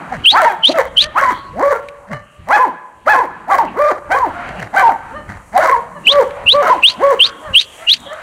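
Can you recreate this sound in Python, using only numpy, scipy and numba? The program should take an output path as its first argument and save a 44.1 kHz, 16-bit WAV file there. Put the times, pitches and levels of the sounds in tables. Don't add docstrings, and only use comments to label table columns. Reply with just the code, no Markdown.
import sys
import numpy as np
from scipy import signal
from scipy.io import wavfile
from scipy.ndimage import uniform_filter1d, minimum_filter1d
from numba import njit

SR = 44100
rng = np.random.default_rng(int(sys.argv[2]) if len(sys.argv) > 2 else 0)


def master_out(mix):
    frames = np.transpose(np.atleast_2d(mix))
    ceiling = np.clip(frames, -1, 1)
    pcm = np.round(ceiling * 32767).astype(np.int16)
    wavfile.write(sys.argv[1], SR, pcm)


N = 362497


def undb(db):
    return 10 ** (np.asarray(db) / 20)


def unit(x):
    return x / np.sqrt(np.mean(x ** 2))


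def noise(n):
    return rng.standard_normal(n)


def band(x, hz, width_hz):
    b, a = signal.iirpeak(hz, hz / width_hz, SR)
    return signal.lfilter(b, a, x)


def walk(n, rate):
    hold = max(int(SR / rate), 40)
    steps = np.repeat(noise(n // hold + 1), hold)
    smooth = uniform_filter1d(uniform_filter1d(steps, hold), hold)
    return 1.3 * smooth[:n]


def read(rows):
    s, *columns = np.transpose(rows)
    start = int(s[0] * SR)
    t = np.arange(start, min(int(s[-1] * SR), N)) / SR
    fade = np.clip(np.minimum(t - s[0], s[-1] - t) / 0.0022, 0, 1)
    return start, fade, [np.interp(t, s, c) for c in columns]


# t/s, level/dB
HISS_LEVELS = [(0.0, -58), (0.36, -61), (2.98, -65.5), (3.82, -64), (4.21, -59), (6.55, -57), (6.68, -55),
               (7.51, -55), (7.76, -46), (8.22, -57)]


def hiss():
    db = read(HISS_LEVELS)[2][0]
    thin = band(band(noise(len(db)), 7800, 5400), 7800, 5400)
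    return undb(db + 1.5 * walk(len(db), 30)) * unit(thin)


# start t/s, length t/s, centre f/Hz, top level/dB
AIRY_WHINES = [(1.267, 0.19, 3380, -34.5), (1.293, 0.21, 4200, -41), (2.2, .25, 2800, -49),
               (3.663, .06, 2700, -34), (4.551, .11, 2620, -33), (8.016, 0.14, 3390, -30.5)]
WHINE_ATTACK, WHINE_EDGE_DB = 0.37, 13


def whines():
    out = np.zeros(N)
    for s, length, centre_hz, top_db in AIRY_WHINES:
        edge_db = top_db - WHINE_EDGE_DB
        start, fade, (hz, db) = read([(s, centre_hz, edge_db),
                                      (s + WHINE_ATTACK * length, centre_hz, top_db),
                                      (s + length, centre_hz, edge_db)])
        sine = np.sin(2 * np.pi * np.cumsum(hz) / SR)
        out[start:start + len(hz)] += fade * undb(db) * walk(len(hz), 900) * sine
    return out


# t/s, level/dB
GUSTS = [(0.0, -71), (0.2, -34), (0.25, -50.5), (1.24, -38.5), (2.06, -57), (2.15, -38.5), (2.36, -62),
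         (2.4, -36), (2.79, -66.5), (3.09, -47.5), (4.03, -40.5), (5.79, -43.5), (5.81, -46), (7.14, -45),
         (7.39, -59), (7.51, -36), (7.67, -50), (8.22, -44)]


def wind():
    db = read(GUSTS)[2][0]
    rumble = band(band(noise(len(db)), 65, 90), 65, 150)
    flutter_db = 3 * walk(len(db), 15) + 4 * walk(len(db), 5)
    return undb(db + flutter_db) * unit(rumble)


# t/s, level/dB
PAW_LEVELS = [(0.0, -31), (0.43, -34.5), (0.68, -41), (1.3, -35), (1.74, -44), (2.31, -50), (2.65, -35),
              (2.86, -45), (3.23, -43), (3.65, -34), (3.89, -43), (4.4, -32), (5.01, -37), (5.43, -43),
              (5.72, -38.5), (6.68, -30), (7.6, -40), (8.22, -37)]
# f/Hz, level/dB per Hz
DIRT_COLOUR = [(88, -59), (150, -0.5), (562, -10), (623, -9), (680, -3.5), (1370, -4.5), (3270, -19),
               (5000, -57), (6500, -78), (11000, -120)]


def shuffle():
    colour_hz, colour_db = np.transpose(DIRT_COLOUR)
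    bands = np.zeros(N)
    for f in 170 * 2 ** np.arange(0, 5.1, .5):
        db = np.interp(np.log(f), np.log(colour_hz), colour_db) + 5.7 * walk(N, 9)
        bands += undb(db) * band(band(noise(N), f, f / 2), f, f / 2)
    level_db = read(PAW_LEVELS)[2][0]
    return undb(level_db) * unit(bands[:len(level_db)])


# t/s, level/dB before the ring dies away, f/Hz
KNOCK_HITS = [(1.886, -23.5, 2500), (4.49, -12, 900), (4.6, -33.5, 5870), (5.37, -30, 950),
              (6.308, -21, 1140), (7.429, -35, 1080), (8.0027, -36, 7100), (8.017, -43, 8360),
              (8.0411, -36, 8900), (8.132, -35, 7400)]


def knocks():
    out, t = np.zeros(N), np.arange(int(.04 * SR)) / SR
    for s, db, hz in KNOCK_HITS:
        start = int(s * SR)
        ring = unit(band(band(noise(len(t)), hz, 0.24 * hz), hz, 2.9 * hz))
        out[start:start + len(t)] += undb(db) * np.exp(-t / 0.003) * ring
    return out


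# delay t/s, level/dB
REFLECTIONS = [(.004, -23.5), (.011, -12), (.019, -14), (.031, -16), (.047, -21.5), (.068, -15.5)]


def early(x):
    out = x.copy()
    for s, db in REFLECTIONS:
        lag = int(s * SR)
        out += undb(db) * np.r_[np.zeros(lag), x[:N - lag]]
    return out


@njit
def walls(x, lags, gain, damp):
    line, soft, out = np.zeros((8, 8192)), np.zeros(8), np.zeros(len(x))
    for i in range(len(x)):
        total = 0.
        for k in range(8):
            soft[k] += (1 - damp) * (gain[k] * line[k, (i - lags[k]) & 8191] - soft[k])
            total += soft[k]
        out[i] = total
        for k in range(8):
            line[k, i & 8191] = x[i] + soft[k] - total / 4
    return out


PEN_T60_S, PEN_DAMP, PEN_DB = 1.1, 0.36, -34


def pen_echoes(x):
    lags = np.array([709, 947, 1213, 1499, 1811, 2143, 2503, 2897])
    gain = undb(-60 * lags / SR / PEN_T60_S)
    return undb(PEN_DB) * walls(x + 1e-18, lags, gain, PEN_DAMP)


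ECHO_S, ECHO_DB = 0.23, -30


def distant_echo(x):
    lag = int(ECHO_S * SR)
    late = np.r_[np.zeros(lag), x[:-lag]]
    return undb(ECHO_DB) * band(band(late, 1500, 1600), 1200, 2400)


def arches(table, mouth, count, swell_db, ease, odd_db, first_db, early_share, closing_db, clear_db):
    calls, (mouth_hz, mouth_db) = [], np.transpose(mouth)
    for s, rise, hold, fall, hz0, hz1, hz2, hz3, db1, db2, db3, rasp_db, *own in table:
        bend, third_db, fourth_db = own or (1, 0, 0)
        corners = np.cumsum([0, max(rise, .004), max(hold, .002), max(fall, .002)])
        t = np.arange(0, corners[-1], .001)
        up = np.minimum(t / corners[1], 1)
        climb_hz = hz0 * (hz1 / hz0) ** up ** max(bend, .5)
        hz = np.where(up < 1, climb_hz, np.interp(t, corners[1:], [hz1, hz2, hz3]))
        hz = uniform_filter1d(hz, size=9, mode="nearest")
        swell = swell_db * (1 - up) ** max(ease, .5)
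        db = np.interp(t, corners[1:], [db1, db2, db3]) - swell
        held = np.interp(t, corners, [0, 1, 1, 0]) ** 3
        closing = closing_db * np.interp(t, corners[2:], [0, 1])
        source_db = [(odd_db + first_db) * held + early_share * swell,
                     closing,
                     odd_db * held + third_db + 2 * closing,
                     fourth_db + 3 * closing]
        partials = []
        for k in range(count):
            colour_db = np.interp(np.log((k + 1) * hz), np.log(mouth_hz), mouth_db)
            partials.append(db + source_db[k] + colour_db)
        air_db = db + rasp_db + clear_db * held
        calls.append(np.transpose([s + t, hz, *partials, air_db]))
    return calls


# f/Hz, width f/Hz, level/dB
THROAT_RESONANCES = [(633, 357, 6.5), (900, 734, 3), (1650, 510, 7), (2084, 340, 4.5), (2880, 650, -16.5),
                     (4560, 3430, -17)]


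def voices(calls, count, jitter, shimmer_db, gate, rasp_db, bright_db):
    out = np.zeros(N)
    for rows in calls:
        start, fade, (hz, *db, air_db) = read(rows)
        n = len(hz)
        rough = np.clip((air_db - np.max(db, axis=0) + 23) / 12, .2, 1.5)
        cycle = np.cumsum(hz * (1 + jitter * rough * walk(n, 120))) / SR
        tone = np.zeros(n)
        for k in range(count):
            level = undb(db[k] + shimmer_db * rough * walk(n, 107.3))
            tone += level * np.sqrt(2) * np.sin(2 * np.pi * (k + 1) * cycle)
        for k in range(1, 5):
            tone += undb(db[-1] - 10.0 * k) * np.sin(2 * np.pi * (count + 2 * k) * cycle)
        size = undb(4.9 * noise(n))[cycle.astype(int)]
        puffs = size * np.exp(-(cycle % 1) / gate) * noise(n)
        rasp = np.zeros(n)
        for k, (f, width, g) in enumerate(THROAT_RESONANCES):
            rasp += (-1) ** k * undb(g) * band(band(puffs, f, width), f, 2 * width)
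        bright = np.diff(puffs * size, prepend=0) * undb(5 * walk(n, 60))
        rough_part = unit(rasp) + undb(bright_db) * unit(bright)
        out[start:start + n] += fade * (tone + undb(air_db + rasp_db) * rough_part)
    return out


# start t/s, rise t/s, hold t/s, fall t/s, then f/Hz at start, top, end of hold, end,
# then level/dB at top, end of hold, end (before the mouth's colour), rasp level/dB relative to these
FAR_CALLS = [ (1.01, 0.015, 0.043, 0.065, 560, 582, 611, 620, -28.5, -32, -48, -11),
             (2.09, 0.043, 0.041, .05, 513, 589.3, 597, 606, -28, -30, -54.5, -13.5),
             (4.33, .028, 0.022, 0.1, 714, 700, 689, 742, -34, -26.5, -47, -14.5),
             (5.09, 0.072, 0.049, 0.039, 415, 604.5, 598, 600, -29.5, -33.5, -50, -12.5),
             (5.93, 0.032, 0.0091, 0.035, 569, 601, 584, 556, -36, -32, -46, -18),
             (7.41, .056, 0.045, 0.039, 622, 618, 520, 554, -28, -37, -40, -19),
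             (7.78, 0.05, 0.0046, 0.031, 605, 674, 675, 680, -30.5, -34, -55, -20),
             (8.06, 0.072, 0.0075, 0.067, 554, 614, 626, 640, -23.5, -31.5, -60, -6)]
# f/Hz, level/dB
FAR_COLOUR = [(400, -6), (600, -1.5), (1200, -3), (1800, -6.5), (2200, -21)]


def far_barks():
    calls = arches(FAR_CALLS, FAR_COLOUR, count=3, swell_db=23, ease=0.91, odd_db=-.1, first_db=1.5,
                   early_share=.1, closing_db=-3, clear_db=-1.5)
    return early(voices(calls, count=3, jitter=.015, shimmer_db=4., gate=.3, rasp_db=-3, bright_db=-50))


GRUNT_CALLS = [ (0.085, 0.037, 0.02, 0.068, 247.3, 268, 230, 87, -27.5, -25.5, -41, -1),
               (2.07, 0.037, 0.032, 0.089, 166, 221.6, 135, 94, -31.5, -31.5, -50, 1.5),
               (4.5, 0.1, 0.033, 0.045, 146, 194, 115.7, 93, -33, -32, -40, 5),
               (5.27, 0.026, 0.032, 0.088, 111.8, 99.7, 99, 101.4, -33.5, -35.5, -55, 3.5),
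               (7.46, 0.047, 0.023, 0.033, 114.4, 91.4, 85, 84, -34, -38, -46, -8)]
# f/Hz, level/dB
GRUNT_COLOUR = [(90, -1), (200, -2.5), (300, -19.5), (500, -11), (800, -3.5)]


def low_grunts():
    calls = arches(GRUNT_CALLS, GRUNT_COLOUR, count=3, swell_db=21.5, ease=0.89, odd_db=5, first_db=1.5,
                   early_share=.3, closing_db=-6, clear_db=-1.5)
    return voices(calls, count=3, jitter=.03, shimmer_db=2.5, gate=.7, rasp_db=1.5, bright_db=-42)


# start t/s, false start's lead t/s, its top f/Hz,
# its level/dB, start f/Hz, swell t/s, f/Hz after it, tone level/dB, fade t/s, f/Hz after it, air level/dB
WHISTLE_TABLE = [ (0.256, 0.023, 3170, -14, 2630, .035, 3400, 4, .045, 4400, -31.5),
                 (0.641, 0.018, 3200, -11, 2900, .016, 3280, 2, .045, 4400, -31),
                 (0.977, .017, 3220, -10.5, 2970, 0.023, 3450, 1, .034, 4600, -31.5),
                 (6.068, .03, 2970, -20, 2500, 0.039, 3570, -1.5, 0.026, 4220, -33),
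                 (6.476, 0.018, 2860, -14, 2590, 0.037, 3640, 1, 0.027, 4230, -35.5),
                 (6.833, 0.015, 2780, -21, 2410, 0.019, 3010, 2.5, 0.059, 4490, -36),
                 (7.201, 0.015, 3000, -20, 2660, 0.029, 3300, 1, 0.045, 4680, -34),
                 (7.549, 0.02, 2990, -13, 2680, 0.029, 3255, 1.5, 0.041, 4400, -32.5),
                 (7.883, 0.019, 2870, -12.5, 2660, 0.039, 3880, 0, 0.021, 4500, -32)]
LEAD_FROM, LEAD_SWELL_DB, LEAD_BREAK_S, LEAD_AIR_DB = .88, 31, 0.0037, -47
WHISTLE_SWELL_DB, WHISTLE_FADE_DB = 9, 32
FADE_BY_HALF = .3
TAIL_S, TAIL_CLIMB, TAIL_DB = .04, 1.06, 34


def glides():
    calls = []
    for s, lead, lead_hz, lead_db, hz0, swell, hz1, db, fade, hz2, air_db in WHISTLE_TABLE:
        calls.append([(s - lead, LEAD_FROM * lead_hz, lead_db - LEAD_SWELL_DB, LEAD_AIR_DB - 20.5),
                      (s - LEAD_BREAK_S, lead_hz, lead_db, LEAD_AIR_DB),
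                      (s, .93 * lead_hz, lead_db - 3.5, LEAD_AIR_DB - 0.5)])
        top, faded_db = s + swell, db - WHISTLE_FADE_DB
        calls.append([(s, hz0, db - WHISTLE_SWELL_DB, air_db - 7),
                      (top, hz1, db, air_db),
                      (top + fade / 2, (hz1 + hz2) / 2, db - FADE_BY_HALF * WHISTLE_FADE_DB, air_db),
                      (top + fade, hz2, faded_db, air_db - 5.5),
                      (top + fade + TAIL_S, TAIL_CLIMB * hz2, faded_db - TAIL_DB, air_db - 13.5)])
    return calls


def whistles():
    out = np.zeros(N)
    for rows in glides():
        start, fade, (hz, tone_db, air_db) = read(rows)
        n = len(hz)
        wave = np.sin(2 * np.pi * np.cumsum(hz * (1 + 0.016 * walk(n, 250))) / SR)
        breathy = np.clip((hz - 3700) / 700, .08, 1)
        breath = 1 - breathy + breathy * walk(n, 900)
        tone = undb(tone_db + 2. * walk(n, 160)) * np.sqrt(2) * wave * breath
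        dying = np.clip(np.arange(n, 0, -1) / (0.31 * n), 0, 1)
        air = np.zeros(n)
        for f, width, g in ((3330, 1830, 9.5), (6040, 800, -3.5), (9100, 1300, -13.5)):
            air += undb(g) * band(band(noise(n), f, width), f, width)
        air_level = undb(air_db + 6.5 + 4.6 * walk(n, 162))
        out[start:start + n] += fade * (tone + air_level * dying * unit(air))
    return undb(7.0) * out


# the far barks' columns, then bend of the climb (1 = even),
# extra third partial level/dB, extra fourth partial level/dB
BARK_OPENINGS = [ (0.31, .075, .006, .006, 220.2, 467.4, 460, 447, -9, -11, -13, -6, 1.05, 12, .5),
                 (0.395, .006, .048, .008, 399, 385, 296, 304, -14, -7, -11, -6, .95, 3, -3),
                 (1.14, 0.058, 0.0053, 0.0051, 237.4, 524, 537, 550, -13, -12, -12, -3, .9, 12, 3),
                 (2.46, 0.073, 0.025, .03, 155.9, 405.6, 428, 265, -9.5, -4.5, -18, -8, .95, -3, .1),
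                 (3.05, 0.044, 0.037, 0.036, 199.1, 417.3, 430.2, 261, -9.5, -7.5, -18, -7, .9, -6, .1),
                 (3.47, 0.051, 0.0094, 0.032, 186.9, 416.3, 411, 354, -10, -12, -16, -7, .85, 3, -8),
                 (4.09, .034, 0.027, 0.017, 250, 397, 406, 378, -10.5, -18, -20, -7, .95, -6, .1),
                 (4.72, .055, 0.017, .04, 174.8, 386.2, 401.8, 360, -11, -6, -14, -8, .9, .1, .1),
                 (5.515, 0.082, 0.027, 0.041, 173, 309.8, 366.7, 323, -13, -13.5, -12.5, -3, .9, 3, .1),
                 (6.615, 0.0098, .058, 0.023, 394, 378.5, 319.7, 353, -20, -12.5, -16, -4, .95, -3, .1)]
BARK_CLOSINGS = [ (0.45, .016, 0.038, .05, 467, 485, 401, 345, -9.5, -13, -32, -10, .95, -3, 10),
                 (1.21, 0.023, 0.065, 0.035, 537, 570.5, 486, 255, -8, -13, -24, -6, .95, 6, 10),
                 (2.568, .008, .01, .008, 545, 575, 560, 510, -12, -13, -18, -12, .95, .1, .1),
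                 (2.588, .03, .022, .06, 486, 521.3, 495, 189.6, -6, -7.5, -28, -17.5, .95, .1, .1),
                 (3.13, 0.021, .02, .03, 530, 543.5, 526, 485, -10, -9, -8, -17, .95, .1, -6),
                 (3.2, .006, .02, .034, 533, 525, 452, 203, -9.5, -15, -26, -14, .95, -3, .1),
                 (3.5, 0.019, .03, .006, 561, 583.6, 545, 545, -15, -11, -11, -8, .95, 6, .1),
                 (3.55, .022, .004, .012, 545, 584, 580, 516, -13, -13, -8, -8, .95, 3, .1),
                 (3.585, .004, .026, .065, 487, 480, 434.8, 173, -9, -10.5, -29, -18, .95, .1, .1),
                 (4.145, 0.03, .004, .012, 502, 580, 575, 515, -8, -8, -18, -11, .95, 8, 3),
                 (4.195, .02, .024, 0.058, 489, 526, 475, 233, -11, -10, -26, -17, .95, -3, -3),
                 (4.82, .022, .04, .008, 558, 470, 452, 421, -8, -5, -18, -18, .95, -6, -6),
                 (4.89, .004, .01, .036, 417, 405, 372, 183, -11, -18, -30, -8, .95, 6, 6),
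                 (5.645, .026, .022, 0.014, 486.4, 568.6, 502, 486, -11, -10.5, -11, -6, .95, 3, .1),
                 (5.71, 0.014, 0.032, 0.043, 529, 551, 463.6, 484, -6.5, -13, -22.5, -14, .95, -3, .1),
                 (6.625, 0.043, 0.023, .01, 391.6, 537, 516, 488, -16, -23, -10, -12, .8, 8, 3),
                 (6.695, 0.024, 0.026, 0.04, 461, 536.5, 388, 284, -4, -15, -29, -15.5, .95, -6, -3)]
CLEAR_BAYS = [ (0.675, .024, .004, .022, 176.6, 304, 320, 480, -8, -10, -30, -22, .95, -15, -10),
              (0.728, .02, .028, .044, 597, 694, 640, 428, -13, -7, -15, -6, .8, 6, 3),
              (1.53, .105, .078, .024, 160, 556, 598.2, 456, -10, -10, -14, -7, 1.7, 9, -2),
              (1.735, .004, .018, .02, 456, 456, 465, 470, -16, -16, -26, -7, .95, 18, .1),
              (3.73, 0.068, .096, 0.033, 178.1, 579.8, 608.3, 283, -9.5, -7, -17, -9, 1.05, 3, 3),
              (6.05, 0.054, 0.082, 0.052, 146.8, 557.4, 580, 400, -13.5, -7, -16, -10, .9, -3, -3),
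              (6.515, 0.036, .058, 0.043, 378, 575, 584, 369, -7, -10, -23, -16, .8, .1, .1),
              (6.975, 0.058, 0.075, 0.045, 158.1, 560.5, 558, 390, -6, -8.5, -14, -12, .85, -3, .1)]
# f/Hz, level/dB
OPENING_COLOUR = [(150, -18.5), (300, -20), (450, -23), (620, -6), (830, 0.5), (1150, -7), (1650, -2),
                  (2300, -19)]
CLOSING_COLOUR = [(170, -8), (300, -6), (450, -6), (700, -5.5), (950, 2), (1150, -3.5), (1600, -18),
                  (2300, -40)]
BAY_COLOUR = [(150, -11), (300, -6.5), (450, -5), (580, -2), (800, -5.5), (1150, -6.5), (1700, -28),
              (2400, -30.5)]


def near_dogs():
    openings = arches(BARK_OPENINGS, OPENING_COLOUR, count=4, swell_db=42, ease=2.37, odd_db=-9.5,
                      first_db=-6, early_share=.6, closing_db=-3, clear_db=-3)
    closings = arches(BARK_CLOSINGS, CLOSING_COLOUR, count=4, swell_db=8, ease=0.69, odd_db=-13.5,
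                      first_db=-8, early_share=.1, closing_db=-6, clear_db=-5)
    bays = arches(CLEAR_BAYS, BAY_COLOUR, count=4, swell_db=42, ease=1.3, odd_db=-6,
                  first_db=6, early_share=.35, closing_db=-2.5, clear_db=-9)
    return early(voices(openings + closings + bays, count=4, jitter=.018, shimmer_db=3.4, gate=.3,
                        rasp_db=2., bright_db=-25))


def scene():
    far, grunts, lips, near = far_barks(), low_grunts(), whistles(), near_dogs()
    into = near + undb(8.0) * far + grunts + undb(-18.0) * lips + knocks()
    out = near + far + grunts + lips + knocks() + pen_echoes(into) + distant_echo(into)
    for steady in (hiss(), whines(), wind(), shuffle()):
        out[:len(steady)] += steady
    return out[None]


TOP_HZ = 15850


def record(dry):
    span = int(.006 * SR)
    peak = uniform_filter1d(-minimum_filter1d(-np.abs(dry), span), span)
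    held = dry * np.minimum(1, 1 / (peak + 1e-9)) ** .85
    held = held - .8 * band(held, 3500, 220) - .6 * band(held, 5200, 500)
    hard = 14
    clipped = held / (1 + np.abs(held / .88) ** hard) ** (1 / hard)
    low_pass = signal.ellip(10, .2, 75, TOP_HZ, fs=SR, output="sos")
    return signal.sosfilt(low_pass, clipped)


dry = scene()
out = record(dry)
master_out(out)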